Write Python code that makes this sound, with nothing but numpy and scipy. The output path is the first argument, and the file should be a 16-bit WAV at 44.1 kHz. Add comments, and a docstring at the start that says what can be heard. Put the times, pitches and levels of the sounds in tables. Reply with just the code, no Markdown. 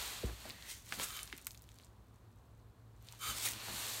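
"""Dry leaves are raked beside a wooden deck in a quiet backyard, over far traffic and a low hum.
The first stroke rustles and snaps through the leaves; a foot thumps and scuffs the boards, the handle knocks.
Jacket cloth swishes close by, and the tines scrape and ring.
The pile settles with faint ticks into a pause; at about 3 s a second stroke begins."""
import sys
import numpy as np
from scipy import signal
from scipy.fft import rfft, irfft
from scipy.io import wavfile
from scipy.ndimage import uniform_filter1d, map_coordinates

SR = 44100
rng = np.random.default_rng(int(sys.argv[2]) if len(sys.argv) > 2 else 0)


def to_wav(s):
    """Save 16-bit WAV."""
    ch = np.atleast_2d(s).T  # columns
    pcm = np.round(np.clip(ch, -1, 1) * 32767)  # PCM
    wavfile.write(sys.argv[1], SR, pcm.astype(np.int16))


N = 176400
T, HZ = np.arange(N) / SR, np.fft.rfftfreq(N, 1 / SR)


def amp(db):
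    """Decibels to gain."""
    return 10 ** (np.asarray(db) / 20)


def unit(x):
    """Scale to rms 1."""
    return x / np.sqrt(np.mean(x ** 2) + 1e-20)


def level(points):
    """Gain curve from (time_s, level_db) points."""
    return amp(np.interp(T, *np.transpose(points)))


def colour(x, spectrum):
    """Filter by (freq_hz, level_db) points; rms 1."""
    freq_hz, level_db = np.transpose(spectrum)
    gain = amp(np.interp(np.log(HZ + 1), np.log(freq_hz + 1), level_db))
    return unit(irfft(rfft(x) * gain, N))


def wander(rate_hz):
    """Smooth random drift; rms 1."""
    return unit(irfft(rfft(rng.standard_normal(N)) / (1 + (HZ / rate_hz) ** 4), N))


def flutter(rate_hz, depth_db):
    """Randomly wavering gain."""
    return amp(depth_db * wander(rate_hz))


def grains(per_s, spread_db):
    """Random train of tiny fractures or slips of uneven size; rms 1."""
    size = amp(spread_db * np.minimum(rng.exponential(1, N), 4))
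    return unit(size * rng.choice([-1, 1], N) * (rng.random(N) < per_s / SR))


def swells(rows, curve):
    """Gain of overlapping swells; rise and fall each span 20 dB."""
    power = np.zeros(N)
    for peak_s, rise_s, fall_s, level_db in rows:
        from_peak = np.maximum((peak_s - T) / rise_s, (T - peak_s) / fall_s)
        power += amp(level_db - 20 * from_peak ** curve) ** 2
    return np.sqrt(power)


def add(mix, start_s, sound):
    """Mix a sound in at start_s, no earlier than 0."""
    part = mix[max(round(start_s * SR), 0):][:len(sound)]
    part += sound[:len(part)]


def clicks(rows, rattle_t60_s, rattle_db, echo_t60_s, echo_db):
    """Per row: a sharp pulse, a brief rattle and a faint scatter of echoes."""
    out, size = np.zeros(N), 4096
    t, hz = T[:size], abs(np.fft.fftfreq(size, 1 / SR)) + 1
    for start_s, level_db, centre_hz, width_oct in rows:
        log_gain = -1.7 * np.log(1 + (np.log2(hz / centre_hz) / width_oct) ** 2 / 3)
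        pulse = np.fft.ifft(np.exp(np.conj(signal.hilbert(log_gain)))).real  # minimum phase
        rattle = rng.standard_normal(size) * amp(-60 * t / rattle_t60_s)
        echoes = rng.standard_normal(size) * amp(-60 * t / echo_t60_s)
        body = amp(rattle_db) * rattle / np.linalg.norm(rattle)
        body += amp(echo_db) * echoes / np.linalg.norm(echoes)
        body[0] += 1  # direct pulse
        click = signal.fftconvolve(pulse, body)
        add(out, start_s, amp(level_db) * click / np.linalg.norm(click))
    return out


# Traffic spectrum: freq_hz, level_db
TRAFFIC_SPECTRUM = [(25, -30), (42, -4), (60, 1), (80, -9.5), (110, -4.5), (150, -15.5), (200, -15),
                    (400, -21), (650, -25), (1050, -24.5), (2200, -38), (3600, -40.5), (4150, -39.5),
                    (4800, -44.5), (12000, -45.5), (16000, -48)]


def traffic(level_db=-60.5):
    """Far traffic: a low, nearly steady rumble."""
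    rumble = colour(rng.standard_normal(N), TRAFFIC_SPECTRUM)
    return amp(level_db) * rumble * flutter(rate_hz=8.1, depth_db=0.5)


# Hum envelope: time_s, level_db
HUM_ENVELOPE = [(0, -73), (1.7, -67), (2.55, -68), (2.8, -60.5), (4, -60.5)]


def machine_hum(pitch_hz=109.7, drift_hz=1.554):
    """A distant machine: one tone, wavering in pitch and level."""
    phase = 2 * np.pi * np.cumsum(pitch_hz + drift_hz * wander(rate_hz=4.1)) / SR
    return np.sqrt(2) * np.sin(phase) * level(HUM_ENVELOPE) * flutter(rate_hz=14, depth_db=1.6)


# Pull of the rake: time_s, level_db
PULL_ENVELOPE = [(0, -43.5), (.08, -44.5), (.22, -50), (.36, -56.5), (.48, -52), (.56, -58.5), (.67, -56),
                 (.82, -73), (.92, -54), (1.18, -54.5), (1.26, -58.5), (1.42, -65), (1.56, -76),
                 (1.85, -71.5), (1.92, -83.5), (2.95, -86.5), (3.08, -61.5), (3.19, -64), (3.34, -47.5),
                 (3.52, -50), (3.6, -48), (3.68, -46), (3.77, -44.5), (3.87, -43), (3.96, -44.5), (4, -46)]
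# Crinkle spectrum: freq_hz, level_db
LEAF_SPECTRUM = [(120, -31), (200, -4.5), (320, -5), (700, -2), (1100, 1), (1900, 0), (3100, 2),
                 (4400, 3.5), (5000, -3), (5800, -2), (7000, -0.5), (9400, -3), (11000, -5), (13500, -4.5),
                 (16000, -14)]
# Crinkle treble: time_s, gain_db
TREBLE_ENVELOPE = [(0, -0.5), (.25, -1), (.6, -2), (1.2, -1), (3.2, -2.5), (3.5, -5), (3.6, -3),
                   (3.78, 2.5), (4, 1.5)]


def leaf_rustle(crossover_hz=4870):
    """Dense, clumped crinkles follow the pull of the rake."""
    crinkle = colour(grains(per_s=14000, spread_db=1.9), LEAF_SPECTRUM)
    treble = irfft(rfft(crinkle) / (1 + (crossover_hz / (HZ + 1)) ** 8), N)
    body = (crinkle - treble) * flutter(rate_hz=110, depth_db=0.4)
    crisp = treble * level(TREBLE_ENVELOPE) * flutter(rate_hz=120, depth_db=0.5)
    return (body + crisp) * level(PULL_ENVELOPE)


# Crackle of loose leaves: time_s, level_db
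SETTLE_ENVELOPE = [(0, -47), (.2, -65), (.6, -69), (.82, -70), (.95, -54.5), (1.12, -52.5), (1.27, -61.5),
                   (1.42, -64), (1.52, -61.5), (1.58, -75), (1.7, -70), (1.86, -76), (1.92, -90),
                   (2.1, -86), (2.16, -76), (2.22, -86), (2.35, -84.5), (2.9, -90), (3.01, -73),
                   (3.08, -68.5), (4, -58)]


def settling_leaves(per_s=600, kinds=16, low_hz=3000, high_hz=13400, width_oct=0.83, t60_s=0.0057):
    """Single leaves tick as the pile settles, each kind with its own band and brief rattle."""
    out, size = np.zeros(N), 1024
    hz = np.fft.rfftfreq(size, 1 / SR) + 1
    for centre_hz in np.geomspace(low_hz, high_hz, kinds):
        rattle = rng.standard_normal(size) * amp(-60 * T[:size] / t60_s)
        rattle = np.roll(rattle, size // 16)  # room for the filter's pre-ring
        tick = irfft(rfft(rattle) / (1 + (np.log2(hz / centre_hz) / width_oct) ** 2))
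        out += signal.oaconvolve(grains(per_s / kinds, spread_db=6), unit(tick))[:N]
    return unit(out) * level(SETTLE_ENVELOPE)


# Footfalls: start_s, level_db, rolloff_db_per_oct
FOOTFALLS = [(-.015, -39.5, 5), (.231, -25, 0), (1.099, -43.5, 10), (1.159, -60, 6), (3.27, -41, 5.5)]
# Deck modes, deepest first: pitch_hz, level_db, t60_s, delay_s
DECK_MODES = [(57.9, -4.5, 0.33, 0.0149), (106.6, -18.5, 0.36, 0.0075), (209, -5.5, 0.053, 0.0114),
              (377, -5, 0.047, 0.00384), (479, -4, 0.039, 0.00324), (620, -13, 0.036, 0.0005)]


def footsteps(rise_s=0.0043):
    """A heel lands and the deck rings, its deepest mode last."""
    out, t = np.zeros(N), T[:SR]
    attack = np.minimum(t / rise_s, 1)
    for start_s, step_db, rolloff_db_per_oct in FOOTFALLS:
        for pitch_hz, mode_db, t60_s, delay_s in DECK_MODES:
            loss_db = rolloff_db_per_oct * np.log2(pitch_hz / DECK_MODES[0][0])
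            decay = amp(step_db + mode_db - loss_db - 60 * t / t60_s)
            add(out, start_s + delay_s, attack * decay * np.sin(2 * np.pi * pitch_hz * t))
    return out


# Twig and leaf breaks: start_s, level_db, centre_hz, width_oct
TWIG_SNAPS = [(.064, -27, 14100, 0.23), (.4934, -25, 12000, 0.93), (0.4991, -22.5, 2380, 0.79),
              (0.5061, -22, 4030, 0.23), (0.6248, -28, 3800, 0.42), (1.1668, -24, 3185, 0.93),
              (1.192, -20.5, 3200, 0.8), (1.2311, -17.5, 8450, 0.45), (1.256, -33, 9000, 1),
              (1.366, -34, 8000, 0.46), (1.3783, -27.5, 10000, 0.61), (1.415, -36, 8500, .45),
              (1.4472, -33, 8300, 0.45), (1.4689, -13.5, 8100, 0.59), (1.47, -21.5, 1760, 0.65),
              (1.508, -27, 6800, 0.78), (1.5755, -33, 6000, 0.67), (1.6212, -33, 13000, 0.79),
              (1.69, -35, 2790, 0.96), (1.7868, -35, 4500, 1), (1.799, -37.5, 2600, 0.6),
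              (1.835, -41, 4060, 0.24), (1.847, -37, 7500, .4), (3.0714, -38, 5000, 1),
              (3.0868, -28, 3900, 0.49), (3.1244, -28, 5530, 1), (3.3838, -20, 8000, 0.42),
              (3.4875, -16, 8000, .9), (3.511, -21, 8000, .9), (3.5195, -20, 8000, .9),
              (3.5353, -22.5, 5000, 1)]


def twig_snaps():
    """Dry twigs and leaves break with sharp clicks."""
    return clicks(TWIG_SNAPS, rattle_t60_s=0.004, rattle_db=-2.5, echo_t60_s=0.045, echo_db=-6)


# Shoe scuffs: peak_s, rise_s, fall_s, level_db
SHOE_SCUFFS = [(.285, 0.086, 0.063, -49), (.458, 0.021, 0.13, -51.5), (.93, 0.056, 0.087, -58.5),
               (.98, .012, 0.087, -52), (1.02, 0.031, 0.025, -51.5), (3.3, 0.035, 0.14, -55.5),
               (3.48, 0.045, 0.23, -56.5), (3.7, 0.039, 0.095, -51)]
# Scuff spectrum: freq_hz, level_db
SCUFF_SPECTRUM = [(30, 0), (70, -4.5), (220, 1), (400, -6.5), (750, -10), (1300, -14), (3000, -20.5),
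                  (16000, -47)]


def shoe_scuffs():
    """Soles rub the boards: swells of dull noise."""
    return colour(rng.standard_normal(N), SCUFF_SPECTRUM) * swells(SHOE_SCUFFS, curve=1.4)


# Handle and board knocks: start_s, level_db, centre_hz, width_oct
WOOD_KNOCKS = [(.2965, -28.5, 1450, 0.3), (.454, -24, 680, 0.31), (.9238, -12.5, 2080, 0.62),
               (.9242, -22, 700, 0.62), (.9984, -14, 1480, 0.88), (.9992, -22, 543, 0.43),
               (1.3274, -17.5, 2140, 0.54), (1.334, -26, 285, .25), (3.135, -34, 1150, 0.49),
               (3.684, -21.5, 770, 0.7), (3.698, -26.5, 795, 0.6)]


def wood_knocks():
    """The handle and the boards knock dully."""
    return clicks(WOOD_KNOCKS, rattle_t60_s=0.019, rattle_db=-2, echo_t60_s=0.16, echo_db=-6)


def ring(x, modes):
    """Filter by (pitch_hz, width_hz, level_db) resonances; rms 1."""
    power = sum(amp(db) ** 2 / (1 + ((HZ - hz) / width_hz) ** 2) ** 2 for hz, width_hz, db in modes)
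    return unit(irfft(rfft(x) * np.sqrt(power), N))


# Tine rubs: peak_s, rise_s, fall_s, level_db
TINE_RUBS = [(.68, 0.42, 0.13, -60.5), (3.478, 0.026, .025, -49.5)]


def tine_rubs(pitch_hz=1940, width_hz=180):
    """Quick slips drive one resonance: a thin rubbing note."""
    slips = grains(per_s=3000, spread_db=2.1)
    return ring(slips, [(pitch_hz, width_hz, 0)]) * swells(TINE_RUBS, curve=1.2)


def folds(x, depth_db):
    """Shifting resonances of cloth folds: random patches of gain in time and frequency; rms 1."""
    spectra = signal.stft(x, nperseg=512, noverlap=384)[2]
    patches = uniform_filter1d(rng.standard_normal(spectra.shape), size=3, axis=0)
    patches = uniform_filter1d(patches, size=24, axis=1)
    spectra *= amp(depth_db * unit(patches))
    return unit(signal.istft(spectra, nperseg=512, noverlap=384)[1][:N])


# Cloth swishes: peak_s, rise_s, fall_s, level_db
JACKET_SWISHES = [(.703, 0.056, 0.13, -46), (.95, 0.11, 0.034, -47.5), (1.033, 0.08, 0.07, -40),
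                  (1.14, 0.079, 0.12, -53.5), (3.28, 0.093, 0.13, -48), (3.38, 0.083, 0.04, -44),
                  (3.462, 0.094, 0.076, -33), (3.518, .015, .04, -50)]
# Cloth spectrum: freq_hz, level_db
CLOTH_SPECTRUM = [(180, -14), (300, -11), (537, -12.5), (1530, -2.5), (1660, -5), (2000, 0.5), (2440, 0.5),
                  (4160, 1), (7950, 2), (10600, -0.5), (13500, -4), (16000, -6)]


def jacket():
    """Fine, bright friction of cloth on cloth, coloured by its moving folds."""
    friction = colour(grains(per_s=16000, spread_db=2.5), CLOTH_SPECTRUM)
    swish = folds(friction, depth_db=2.5) * flutter(rate_hz=108, depth_db=1.36)
    return swish * swells(JACKET_SWISHES, curve=1)


# Tine scrapes: peak_s, rise_s, fall_s, level_db, pitch_ratio, width_ratio
TINE_SCRAPES = [(1.028, 0.044, 0.057, -46.5, 1.054, 1.6), (1.18, 0.16, 0.067, -50.5, 1.006, 1),
                (3.24, 0.044, 0.059, -43.5, 1, 0.74), (3.297, 0.058, 0.055, -40.5, 1.005, 0.91)]
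# Tine modes: pitch_hz, width_hz, level_db
TINE_MODES = [(1136, 78, -3.5), (1250, 37, 4), (1355, 50, -6), (1530, 86, -4.5), (2270, 134, -5.5),
              (3070, 47, 1.5), (3510, 80, -3.5), (3820, 100, -3.5), (4650, 88, -7.5), (6300, 96, -6),
              (7050, 570, -10), (8670, 210, -6.5), (9800, 280, -9.5), (11780, 230, -8.5), (13300, 200, -11),
              (14650, 330, -13)]


def tine_scrapes(rasp_db=-6.5, flex_depth=0.012, flex_hz=21.9):
    """Slips rasp and ring the tines, bent differently in each scrape; flexing wavers their pitch."""
    out = np.zeros(N)
    rasp = amp(rasp_db) * colour(grains(per_s=9000, spread_db=2.1), LEAF_SPECTRUM)
    flexed_index = T * SR + flex_depth * np.cumsum(wander(flex_hz))
    for peak_s, rise_s, fall_s, level_db, pitch_ratio, width_ratio in TINE_SCRAPES:
        bent_modes = [(hz * pitch_ratio, width_hz * width_ratio, db) for hz, width_hz, db in TINE_MODES]
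        ringing = ring(grains(per_s=9000, spread_db=1.2), bent_modes)
        wavering = map_coordinates(ringing, [flexed_index], order=3, mode="wrap")
        out += (wavering + rasp) * swells([(peak_s, rise_s, fall_s, level_db)], curve=2.2)
    return out


def yard(x, t60_s=0.28, wet_db=-15, echoes_per_s=2000, gap_s=0.004):
    """Add thin echoes from the fence and house wall."""
    t = T[:SR // 2]
    echoes = rng.standard_normal(len(t)) * (rng.random(len(t)) < echoes_per_s / SR)
    tail = echoes * (t > gap_s) * amp(-60 * t / t60_s)
    return x + amp(wet_db) * signal.fftconvolve(x, tail / np.linalg.norm(tail))[:N]


def scene():
    """Far background plus near sources echoing in the yard; both channels alike."""
    far = traffic() + machine_hum()
    near = leaf_rustle() + settling_leaves() + footsteps() + twig_snaps() + shoe_scuffs()
    near += wood_knocks() + tine_rubs() + jacket() + tine_scrapes()
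    mono = far + yard(near)
    return np.array([mono, mono])


def record(dry, notch_hz=10420, notch_width_hz=340, notch_db=-6.5, low_cut_hz=40, high_cut_hz=15900):
    """Treble dip of the microphone port, bass roll-off, band limit."""
    notch = amp(notch_db * np.exp(-((HZ - notch_hz) / notch_width_hz) ** 2))
    highpass = signal.butter(2, low_cut_hz, "high", fs=SR, output="sos")
    lowpass = signal.firwin(401, high_cut_hz, window=("kaiser", 8), fs=SR)
    heard = signal.sosfilt(highpass, irfft(rfft(dry) * notch, N))
    return signal.oaconvolve(heard, lowpass[None], "same")


dry = scene()
out = record(dry)
to_wav(out)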